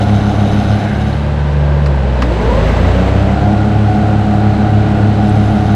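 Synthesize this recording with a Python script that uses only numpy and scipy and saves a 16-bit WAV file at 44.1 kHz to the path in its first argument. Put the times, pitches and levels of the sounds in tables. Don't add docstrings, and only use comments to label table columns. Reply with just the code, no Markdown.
import sys
import numpy as np
from scipy import signal
from scipy.fft import rfft, irfft, next_fast_len
from scipy.io import wavfile
from scipy.ndimage import map_coordinates

SR = 44100
rng = np.random.default_rng(int(sys.argv[2]) if len(sys.argv) > 2 else 0)


def waveform_to_disk(signal):
    frames = np.transpose(np.atleast_2d(signal))
    scaled = np.clip(frames, -1, 1) * 32767
    samples = np.round(scaled).astype(np.int16)
    wavfile.write(sys.argv[1], SR, samples)


N = 253575
ENGAGE_S = 1.97
BLADE_PASSES = [1.5, 1.455, 1.402]


def amp(db):
    return 10 ** (np.asarray(db) / 20)


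def unit(x):
    return x / np.sqrt(np.mean(x ** 2) + 1e-20)


def clock():
    return np.arange(N) / SR


def ramp(start, length):
    return np.clip((clock() - start) / length, 0, 1)


def spell(start, end, edge):
    return ramp(start - edge / 2, edge) - ramp(end - edge / 2, edge)


def bump(at_s, width_s):
    return np.exp(-((clock() - at_s) / width_s) ** 2)


def wobble(rate):
    points = rng.standard_normal(int(N * rate / SR) + 4)
    return map_coordinates(points, [np.arange(N) * rate / SR])


def filtered(x, response):
    size = next_fast_len(N + SR // 2)
    return irfft(rfft(x, size) * response(np.fft.rfftfreq(size, 1 / SR)), size)[:N]


def coloured(x, spectrum):
    f, db = np.transpose(spectrum)
    return unit(filtered(x, lambda hz: amp(np.interp(np.log(hz + 1), np.log(f), db)) * (hz < f[-1])))


def resonant(x, modes):
    def response(hz):
        return sum(amp(db) / (1 + (2 * (hz - centre) / (1.14 * width)) ** 2)
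                   for centre, width, db in modes)
    return unit(filtered(x, response))


def tone(turns):
    return np.sqrt(2) * np.cos(2 * np.pi * turns)


def pulsing(turns, depth_db):
    return unit(rng.standard_normal(N) * amp(depth_db * np.cos(2 * np.pi * turns)))


def knocks(turns, t60, scatter_db, count=3):
    at = np.flatnonzero(np.diff(np.floor(turns)) > 0)
    t = np.arange(SR // 10) / SR
    rings = rng.standard_normal((count, len(t))) * amp(-60 * t / t60)
    sizes = amp(scatter_db * rng.standard_normal(N))
    out = np.zeros(N)
    for part, ring in enumerate(rings):
        blows = np.zeros(N)
        blows[at[part::count]] = sizes[at[part::count]]
        out += signal.fftconvolve(blows, ring)[:N]
    return unit(out)


def clack(s, db, centre_hz, t60, octaves):
    age = clock() - s
    burst = rng.standard_normal(N) * (age >= 0) * amp(db - 60 * np.abs(age) / t60)
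    return filtered(burst, lambda hz: unit(np.exp(-.5 * (np.log2((hz + 1) / centre_hz) / octaves) ** 2)))


def chassis(running, strain):
    # frequency in Hz, relative level in dB.
    rumble = [(15, -14.5), (30, 4), (60, 0.5), (110, 11), (160, -0.5), (220, 2.5), (300, -14.5), (600, -39),
              (2000, -81)]
    return amp(-27 + 1.8 * running + 2 * strain + wobble(11)) * coloured(rng.standard_normal(N), rumble)


def belt(passes, strain):
    # centre in Hz, width in Hz, relative level in dB.
    bands = [(6200, 300, 1), (7650, 400, -1), (9300, 1100, -14.5), (12600, 1200, -14.5)]
    tight = ramp(start=2.22, length=.03)
    hiss = resonant(pulsing(passes, depth_db=1), bands)
    return amp(-50.5 + wobble(40)) * tight * strain ** .7 * hiss


def grass(passes, running):
    # start and end in seconds, swish level in dB, added rattle in dB.
    patches = [(-.3, .78, -58, -40), (.78, 1.25, -60, -48), (5.2, 6.2, -58, -47)]
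    # frequency in Hz, relative level in dB.
    swish_tone = [(3000, -17), (6000, -8), (11200, 3), (11900, -14), (13000, -13), (15000, -21)]
    # centre in Hz, width in Hz, relative level in dB.
    guard_rings = [(3000, 410, 0), (3820, 460, 2), (5160, 210, -5), (6130, 650, -7.5), (7600, 500, -24),
                   (10200, 2500, -23.5)]
    swish, rattle = np.zeros(N), amp(-52.5) * running
    for start, end, swish_db, rattle_db in patches:
        thick = spell(start, end, edge=.25)
        swish += amp(swish_db) * thick
        rattle += amp(rattle_db) * thick
    swish *= amp(1.8 * wobble(60)) * coloured(pulsing(passes, depth_db=4), swish_tone)
    rattle *= amp(2.4 * wobble(45)) * resonant(pulsing(passes, depth_db=3.5), guard_rings)
    return swish + rattle


def rasp(firings):
    # centre in Hz, width in Hz, relative level in dB.
    bands = [(1620, 200, 8), (2150, 290, -1), (2900, 500, -11)]
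    return amp(-31) * bump(at_s=.91, width_s=.18) * resonant(pulsing(firings, depth_db=2.5), bands)


def loose_metal():
    # start in seconds, level in dB, pitch in Hz, ring time in seconds.
    ticks = [(.54, -50, 13800, .04), (1.13, -33, 3980, 0.045), (2.955, -29.5, 2950, 0.076),
             (4.81, -60, 9000, .027), (5.294, -39, 8300, .032)]
    return sum(clack(s, db, hz, t60, octaves=.11) for s, db, hz, t60 in ticks)


def lever():
    # start in seconds, level in dB, tilt towards the treble in dB per octave.
    hits = [(1.861, -23.5, .5), (2.2215, -17, -1)]
    # pitch in Hz, relative level in dB, ring time in seconds.
    rings = [(1150, -2, .09), (1750, -4, .08), (2550, -4, .06), (4300, -8.5, .06), (7000, -19, .07),
             (11000, -33, .11)]
    middle_hz = np.median([hz for hz, _, _ in rings])
    return sum(clack(s, db + ring_db + tilt_db * np.log2(hz / middle_hz), hz, t60, octaves=.28)
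               for s, db, tilt_db in hits for hz, ring_db, t60 in rings)


def air_hiss(firings, strain, deck_speed):
    # frequency in Hz, relative level in dB.
    hiss_tone = [(2000, -21.5), (4000, 10), (5000, -2.5), (6200, -3), (7700, -2), (9000, -7),
                 (11000, -16.5), (12000, -23), (13300, -22.5), (15000, -26)]
    hiss = pulsing(firings, depth_db=1.5) * amp(wobble(90))
    return amp(-49.5 + 3 * deck_speed + 2.5 * strain) * coloured(hiss, hiss_tone)


def engine_clatter(firings, lean, strain):
    # frequency in Hz, relative level in dB.
    frame_tone = [(60, -10.5), (200, 6.5), (280, -7.5), (350, -3), (450, -1.5), (570, 0.5), (700, -7),
                  (900, -6), (1200, -17.5), (2000, -31), (4000, -73)]
    block_tone = [(300, -29.5), (700, 0.5), (1050, 6.5), (1300, 7.5), (1600, 5.5), (1900, 4.5), (2400, 1.5),
                  (3000, 0.5), (4000, -5.5), (5000, -11), (7000, -21.5), (14000, -71.5)]
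    # centre in Hz, width in Hz, relative level in dB.
    hood_rings = [(573, 93, 6), (894, 300, 1.5), (1583, 190, 2.5), (2584, 88, -5.5), (3900, 240, -21)]
    frame = .3 * knocks(firings, t60=.05, scatter_db=1) + pulsing(firings, depth_db=.7)
    block = .5 * knocks(firings, t60=.08, scatter_db=1.2) + pulsing(firings, depth_db=-.5)
    hood = knocks(firings, t60=.086, scatter_db=2) + unit(rng.standard_normal(N))
    return (amp(-27 + 7 * lean + 2 * strain) * coloured(frame, frame_tone)
            + amp(-33 + 7 * strain + .21 * wobble(30)) * coloured(block, block_tone)
            + amp(-35.5 + 4.5 * lean) * resonant(hood, hood_rings))


def exhaust(firings, firing_hz, lean):
    # multiple of the firing rate, level in dB.
    overtones = [(3, -34), (4, -42.5), (5, -39), (8, -39), (9, -50), (12, -43), (15, -59), (16.5, -47.5)]
    muffler_hz, width_hz = 146, 10
    in_tune = 1 / (1 + ((2 * firing_hz - muffler_hz) / width_hz) ** 2)
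    octave_db = -23.5 + 10 * lean * in_tune
    boom_db = -20.5 + 7.5 * lean - 14 * bump(at_s=.84, width_s=.065)
    sound = amp(boom_db + .5 * wobble(25)) * tone(firings)
    sound += amp(octave_db + .54 * wobble(25)) * tone(2 * firings - .4)
    for k, db in overtones:
        sound += amp(db + 1.7 * wobble(4.4)) * tone(k * firings + .05 * wobble(14) + rng.random())
    return sound


def gearbox(drive, grip, strain, slip):
    # multiple of the shaft's speed, relative level in dB.
    gear_tones = [(18, -32.5), (19, -29), (20, -34), (21, -42), (22, -40.5), (36, -50), (37, -41.5),
                  (38, -44), (39, -47)]
    shaft = .5467 * drive
    hum = grip ** 3 * (amp(-35) * tone(shaft) + amp(-31) * tone(5 * shaft))
    whine = np.zeros(N)
    for k, db in gear_tones:
        jitter = .045 * wobble(18) + .12 * slip * wobble(60)
        chatter_db = slip * grip * .7 * (k - 18)
        whine += amp(db + chatter_db + 2.5 * wobble(13)) * tone(k * shaft + jitter + rng.random())
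    rubbing = grip ** 5 * slip
    return hum + whine * amp(7.5 * rubbing / rubbing.max() - strain)


def blades(drive, speed, strain, slip):
    # relative levels in dB at 1, 2, 3 and 4 times its pass rate.
    hums = [(-13.5, -24.5, -25.5, -30), (-24.5, -17.5, -33, -41), (-28.5, -32, -32, -38)]
    # multiple of the pass rate, relative level in dB.
    buzz = [(5, -28.5), (6, -29.5), (7, -45), (8, -33), (10, -42.5), (12, -47)]
    in_step_s = 4.77
    from_in_step = drive - drive[round(in_step_s * SR)]
    overtone_db = -2.5 + 2.5 * (clock() > ENGAGE_S) + 12.5 * slip + 1.5 * strain
    sound, offsets = np.zeros(N), rng.random(len(hums[0]))
    for blade, (ratio, levels) in enumerate(zip(BLADE_PASSES, hums)):
        passes = ratio * from_in_step + .022 * wobble(10)
        for k, db in enumerate(levels, 1):
            gain = amp(db + (k > 2) * overtone_db + wobble(11))
            sound += gain * tone(k * passes + (k > 1) * offsets[k - 1])
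        for k, db in buzz:
            gain = strain * amp(db + 2.1 - 1.3 * blade + 3.9 * wobble(12))
            sound += gain * tone(k * passes + .015 * wobble(16) + rng.random())
    return sound * speed ** 2.13


def clutch():
    fade_start_s, fade_end_s, spin_up_s = .33, 1.55, .635
    grip = (clock() < fade_end_s) + ramp(ENGAGE_S, spin_up_s)
    fade_out = np.cos(np.pi / 2 * ramp(fade_start_s, fade_end_s - fade_start_s)) ** 1.26
    return grip, fade_out + ramp(ENGAGE_S + .087, .15)


def deck(firing_hz, grip, running, strain):
    # frequency in Hz, relative level in dB.
    pan_tone = [(60, -38.5), (130, 4.5), (215, 5), (300, 2.5), (400, -17.5), (620, -3), (730, 2.5),
                (810, 0.5), (980, -20), (1250, -14), (1470, -9), (1700, -36.5), (4000, -62)]
    # centre in Hz, width in Hz, relative level in dB.
    drive_rings = [(980, 200, 3.5), (1230, 97, -3), (2000, 83, 1.5), (2220, 120, -5)]
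    drive = np.cumsum(firing_hz * grip) / SR
    speed = grip * firing_hz / np.median(firing_hz)
    slip = np.sqrt(np.clip(1 - grip, 0, 1))
    passes = BLADE_PASSES[0] * drive
    air = amp(-20.5) * speed ** 3 * coloured(pulsing(passes, depth_db=2.5), pan_tone)
    grind_gain = strain * grip * amp(-34 + 4.9 * wobble(40))
    grind = grind_gain * resonant(pulsing(passes, depth_db=4), drive_rings)
    turning = blades(drive, speed, strain, slip) + gearbox(drive, grip, strain, slip) + air + grind
    return running * turning + grass(passes, running) + belt(passes, strain)


def panels(x, echo_db, count):
    treble = filtered(x, lambda hz: 1 / (1 + (1800 / (hz + 1)) ** 4))
    delays_s = rng.uniform(.002, .014, count)
    echoes = sum(np.pad(treble, (round(s * SR), 0))[:N] for s in delays_s) / np.sqrt(count)
    return x - treble + (treble + amp(echo_db) * echoes) / np.hypot(1, amp(echo_db))


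def scene():
    # time in seconds, firings per second.
    engine_speed = [(0, 69.9), (.7, 69.7), (1.2, 72.25), (1.6, 72.4), (1.85, 72), (2.15, 63.1),
                    (2.45, 56.6), (2.62, 53.6), (2.75, 57.6), (3.05, 64.2), (3.35, 68.7), (3.6, 70.7),
                    (5.75, 70.8)]
    firing_hz = np.interp(clock(), *np.transpose(engine_speed))
    firings = np.cumsum(firing_hz) / SR
    grip, running = clutch()
    free_hz, heavy_sag = firing_hz.max(), .13
    strain = grip * np.tanh((free_hz - firing_hz) / (heavy_sag * free_hz))
    lean = spell(start=1.25, end=3.33, edge=.82)
    engine = exhaust(firings, firing_hz, lean) + engine_clatter(firings, lean, strain)
    engine += air_hiss(firings, strain, grip * running) + rasp(firings)
    mower = engine + deck(firing_hz, grip, running, strain) + chassis(running, strain)
    return (panels(mower, echo_db=-18.5, count=8) + lever() + loose_metal())[None]


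def record(dry):
    ceiling, top_hz = .95, 15100
    rounded = dry[0] / (1 + np.abs(dry[0] / ceiling) ** 8) ** (1 / 8)
    return filtered(rounded, lambda hz: hz < top_hz)[None]


dry = scene()
out = record(dry)
waveform_to_disk(out)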